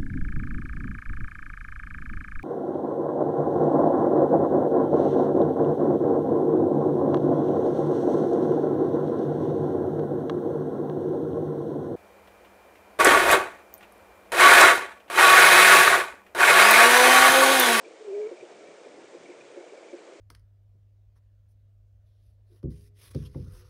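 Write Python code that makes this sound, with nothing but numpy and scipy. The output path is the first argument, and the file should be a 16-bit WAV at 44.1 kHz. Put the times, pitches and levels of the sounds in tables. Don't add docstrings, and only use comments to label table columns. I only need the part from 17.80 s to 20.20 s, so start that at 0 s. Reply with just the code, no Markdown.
import sys
import numpy as np
from scipy import signal
from scipy.fft import rfft, irfft
from scipy.io import wavfile
from scipy.ndimage import uniform_filter1d

SR = 44100
rng = np.random.default_rng(int(sys.argv[2]) if len(sys.argv) > 2 else 0)


def log_audio(samples):
    frames = np.atleast_2d(samples).T
    limited = np.clip(frames, -1, 1)
    pcm = np.round(limited * 32767).astype(np.int16)
    wavfile.write(sys.argv[1], SR, pcm)


N = 105840

# frequency in Hz, relative density in dB.
RUSH_SPECTRUM = [(25, -49), (55, -47), (90, -38.5), (130, -30.5), (200, -14.5), (260, -11.5), (350, 2),
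                 (520, 3.5), (650, -1.5), (800, -7.5), (1150, -13.5), (1850, -14), (2030, -15),
                 (2300, -15.5), (2600, -17.5), (3000, -18), (4200, -22.8), (7000, -23.5), (8300, -27.5),
                 (9300, -33), (10000, -39.5)]

# place in the cycle from 0 to 1, width in cycles,
# centre in Hz, bandwidth in Hz, glide in Hz per cycle, level in dB.
MAINS_SPITS = [(0.078, 0.0076, 2930, 4500, 8, -56.5), (0.129, 0.033, 7320, 2170, 4.5, -63.5),
               (.45, 0.041, 4210, 784, -17000, -71.5), (.58, 0.026, 7600, 1785, 5, -66.5)]

# middle in seconds, length (standard deviation) in seconds,
# # level in dB, centre in Hz.
FEATHER_SHUFFLES = [(0.62, 0.011, -59.5, 205), (0.771, 0.046, -70.5, 177), (0.901, 0.03, -53, 395),
                    (1.202, 0.081, -55.5, 364), (1.226, .06, -74, 170), (1.418, 0.031, -62, 200),
                    (1.514, 0.0087, -62.5, 192), (1.626, 0.051, -71, 158)]

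# start in seconds, level in dB, pitch in Hz, rise length in seconds.
CLEAR_TICKS = [(0.043, -51.5, 2380, 0.0091), (.162, -63, 2230, .008), (.343, -51, 2352, 0.0076),
               (0.412, -53, 2314, 0.0047), (0.429, -56, 2220, .008), (0.445, -54, 2216, 0.024),
               (0.465, -57, 2298, 0.01), (0.489, -56, 2270, 0.0033), (.565, -57.5, 2350, 0.015),
               (0.594, -52, 2367, .018), (0.801, -55, 2290, 0.0061), (0.849, -64, 2290, .008),
               (0.866, -56.5, 2330, .009), (0.907, -59, 2340, 0.0073), (1.042, -58, 2348, 0.013),
               (1.421, -57.5, 2290, .008), (1.452, -53.5, 2210, 0.01), (1.494, -56, 2320, .008),
               (1.511, -56, 2170, .008), (1.607, -49.5, 2430, 0.0033), (1.795, -57, 2195, 0.011),
               (1.885, -57, 2280, 0.011), (1.97, -53, 2330, 0.0084), (2.03, -52.5, 2321, 0.011),
               (2.079, -58, 2310, 0.017), (2.117, -59.5, 2285, .015)]

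# start in seconds, level in dB, brightness in dB per octave.
DULL_KNOCKS = [(.510, -36, 2.5), (0.622, -40.5, -2.5), (0.968, -49.5, 9), (1.17, -47.5, -13),
               (1.340, -41.5, -3), (1.487, -41.5, -8), (1.767, -37, 0.5), (1.793, -47, -11),
               (1.969, -52, 21), (2.129, -35.5, -2.5)]

# frequency in Hz, relative level in dB, 60 dB decay in seconds,
# rise in seconds.
NEST_RINGS = [(299, -7, 0.097, 0.0034), (355, 3, .11, 0.0063), (439, -4.5, .06, 0.0036),
              (474.7, -5.5, 0.11, 0.0043), (541, -1.5, 0.095, 0.0045), (639, -14, 0.049, 0.0028)]

# time in seconds, pitch in Hz.
PITCH_PATH = [(.205, 428), (.255, 433.6), (.28, 404.4), (.318, 377.4), (.35, 414.4), (.386, 406.4),
              (.40, 426), (.455, 422.6), (.478, 446), (.51, 480)]

# time in seconds, level in dB.
EFFORT_PATH = [(.208, -42.5), (.224, -43), (.241, -59), (.250, -41), (.271, -41.5), (.281, -35),
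               (.312, -35.5), (.335, -31.5), (.41, -30.5), (.473, -33), (.481, -52.5), (.488, -37),
               (.51, -46)]

# multiple of the pitch, level in dB relative to the fundamental.
HOOT_OVERTONES = [(2, -43.5), (3, -41)]

RUSH_DB, RUSH_PATCH_DB = -49.5, 2
MAINS_HZ = 59.985
SWELL_WIDTH_SHARE, SWELL_LOW_CUT_HZ = 0.61, 107

TICK_T60_S, TICK_WIDTH_HZ, TICK_NOISE_DB = 0.043, 240, -5.5
TICK_WANDER_HZ, TICK_WANDER_RATE_HZ = 80, 360
SMALL_TICKS_PER_S, SMALL_TICK_DB, SMALL_TICK_SPREAD_DB = 50, -64.5, 3
SMALL_TICK_HZ, SMALL_TICK_RISE_S = 2299, 0.011

KNOCK_HOLD_S, KNOCK_PIVOT_HZ = 0.0081, 397
KNOCK_DETUNE, KNOCK_LOW_CUT_HZ = 0.0041, 255
CRUNCH_DB, CRUNCH_RISE_S, CRUNCH_T60_S = -13, 0.004, 0.2
CRUNCH_HZ, CRUNCH_WIDTH_HZ = 420, 190

HOOT_EDGE_S, HOOT_LOW_CUT_HZ = 0.015, 155
JITTER, SHIMMER_DB, FLUTTER_HZ = 0.0064, -0.05, 68
ONSET_JITTER, ONSET_SETTLE_S = 0.024, 0.037
AIR_HZ, AIR_WIDTH_HZ, AIR_DB = 616, 86, -26
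HALO_HZ, HALO_WIDTH_HZ, HALO_DB = 713, 270, -10
RASP_S, RASP_LENGTH_S, RASP_DB = 0.37, 0.039, 10.5

RECORDER_EDGE_HZ = 9930


def amp(db):
    return 10 ** (np.asarray(db) / 20)


def unit(x):
    return x / np.sqrt(np.mean(x ** 2) + 1e-20)


def add(mix, start_s, sound):
    part = mix[max(round(start_s * SR), 0):][:len(sound)]
    part += sound[:len(part)]


def band(centre_hz, width_hz, size):
    f = np.fft.rfftfreq(size, 1 / SR)
    response = 1 / (1 + ((f - centre_hz) / (width_hz / 2)) ** 4) ** 0.5
    return unit(irfft(rfft(rng.standard_normal(size)) * response, size))


def low_cut(x, hz):
    return signal.sosfilt(signal.butter(3, hz, "high", fs=SR, output="sos"), x)


def rush():
    hz = np.fft.rfftfreq(1024, 1 / SR)
    real, imag, patches = rng.standard_normal((3, N // 256 + 5, len(hz)))
    patches = uniform_filter1d(patches, size=10, axis=0)
    patches = unit(uniform_filter1d(patches, size=12, axis=1))
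    f, density_db = np.transpose(RUSH_SPECTRUM)
    colour_db = np.interp(np.log(hz + 1), np.log(f), density_db)
    patch_db = RUSH_PATCH_DB * patches / (1 + hz / 3000)
    frames = (real + 1j * imag) * amp(colour_db + patch_db)
    noise = signal.istft(frames.T, nperseg=1024, noverlap=768)[1][:N]
    return amp(RUSH_DB) * unit(noise)


def feather_shuffles():
    out, t = np.zeros(N), np.arange(N) / SR
    for middle, length, db, hz in FEATHER_SHUFFLES:
        swell = np.exp(-0.5 * ((t - middle) / length) ** 2)
        out += amp(db) * swell * band(hz, SWELL_WIDTH_SHARE * hz, N)
    return low_cut(out, SWELL_LOW_CUT_HZ)


def buzz():
    out, cycles = np.zeros(N), np.arange(N) / SR * MAINS_HZ
    for place, width, hz, width_hz, glide, db in MAINS_SPITS:
        offset = (cycles - place + 0.5) % 1 - 0.5
        envelope = np.exp(-0.5 * (offset / width) ** 2)
        turn = np.exp(2j * np.pi * np.cumsum(glide * offset) / SR)
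        hiss = (signal.hilbert(band(hz, width_hz, N)) * turn).real
        out += amp(db) * envelope * hiss
    return out


def small_ticks():
    rows = []
    for u, v, w in rng.random((round(SMALL_TICKS_PER_S * N / SR), 3)):
        db = SMALL_TICK_DB + SMALL_TICK_SPREAD_DB * (2 * v - 1)
        hz = SMALL_TICK_HZ + TICK_WIDTH_HZ * (w - 0.5)
        rows.append((u * N / SR, db, hz, SMALL_TICK_RISE_S))
    return rows


def ticks():
    out, t = np.zeros(N), np.arange(SR // 10) / SR
    for start, db, hz, length in list(CLEAR_TICKS) + small_ticks():
        pitch = hz + TICK_WANDER_HZ * band(0, TICK_WANDER_RATE_HZ, len(t))
        tone = np.sin(2 * np.pi * np.cumsum(pitch) / SR)
        ring = unit(tone + amp(TICK_NOISE_DB) * band(hz, TICK_WIDTH_HZ, len(t)))
        rise = np.minimum(t / length, 1)
        decay_db = -60 * np.maximum(t - length, 0) / TICK_T60_S
        add(out, start, rise * amp(db + decay_db) * ring)
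    return out


def knocks():
    out, t = np.zeros(N), np.arange(SR // 4) / SR
    released = np.maximum(t - KNOCK_HOLD_S, 0)
    for start, db, brightness in DULL_KNOCKS:
        ring = np.zeros(len(t))
        for hz, mode_db, t60, rise in NEST_RINGS:
            tilt_db = brightness * np.log2(hz / KNOCK_PIVOT_HZ)
            level = np.minimum(t / rise, 1) * amp(mode_db + tilt_db - 60 * released / t60)
            detuned_hz = hz * (1 + KNOCK_DETUNE * rng.normal())
            ring += level * np.sin(2 * np.pi * detuned_hz * t)
        crunch_level = np.minimum(t / CRUNCH_RISE_S, 1) * amp(CRUNCH_DB - 60 * t / CRUNCH_T60_S)
        crunch = crunch_level * band(CRUNCH_HZ, CRUNCH_WIDTH_HZ, len(t))
        add(out, start, amp(db) * (ring + crunch))
    return low_cut(out, KNOCK_LOW_CUT_HZ)


def hoot():
    t = np.arange(N) / SR
    start, end = EFFORT_PATH[0][0], EFFORT_PATH[-1][0]
    jitter = JITTER + ONSET_JITTER * np.exp(-np.maximum(t - start, 0) / ONSET_SETTLE_S)
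    flutter = 1 + jitter * band(0, 2 * FLUTTER_HZ, N)
    pitch = np.interp(t, *np.transpose(PITCH_PATH)) * flutter

    gate = np.clip(np.minimum(t - start, end - t) / HOOT_EDGE_S + 0.5, 0, 1)
    shimmer_db = SHIMMER_DB * band(0, 2 * FLUTTER_HZ, N)
    level = gate * amp(np.interp(t, *np.transpose(EFFORT_PATH)) + shimmer_db)

    phase = 2 * np.pi * np.cumsum(pitch) / SR
    tone = np.sin(phase)
    for multiple, db in HOOT_OVERTONES:
        tone += amp(db) * np.sin(round(multiple) * phase)

    air_db = AIR_DB + RASP_DB * np.exp(-0.5 * ((t - RASP_S) / RASP_LENGTH_S) ** 2)
    air = band(AIR_HZ, AIR_WIDTH_HZ, N) + amp(HALO_DB) * band(HALO_HZ, HALO_WIDTH_HZ, N)
    return low_cut(level * (unit(tone) + amp(air_db) * air), HOOT_LOW_CUT_HZ)


def scene():
    return (rush() + feather_shuffles() + buzz() + ticks() + knocks() + hoot())[None]


def record(dry):
    low_pass = signal.firwin(511, RECORDER_EDGE_HZ, window=("kaiser", 8), fs=SR)
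    return signal.oaconvolve(dry, low_pass[None], "same")


dry = scene()
out = record(dry)
log_audio(out)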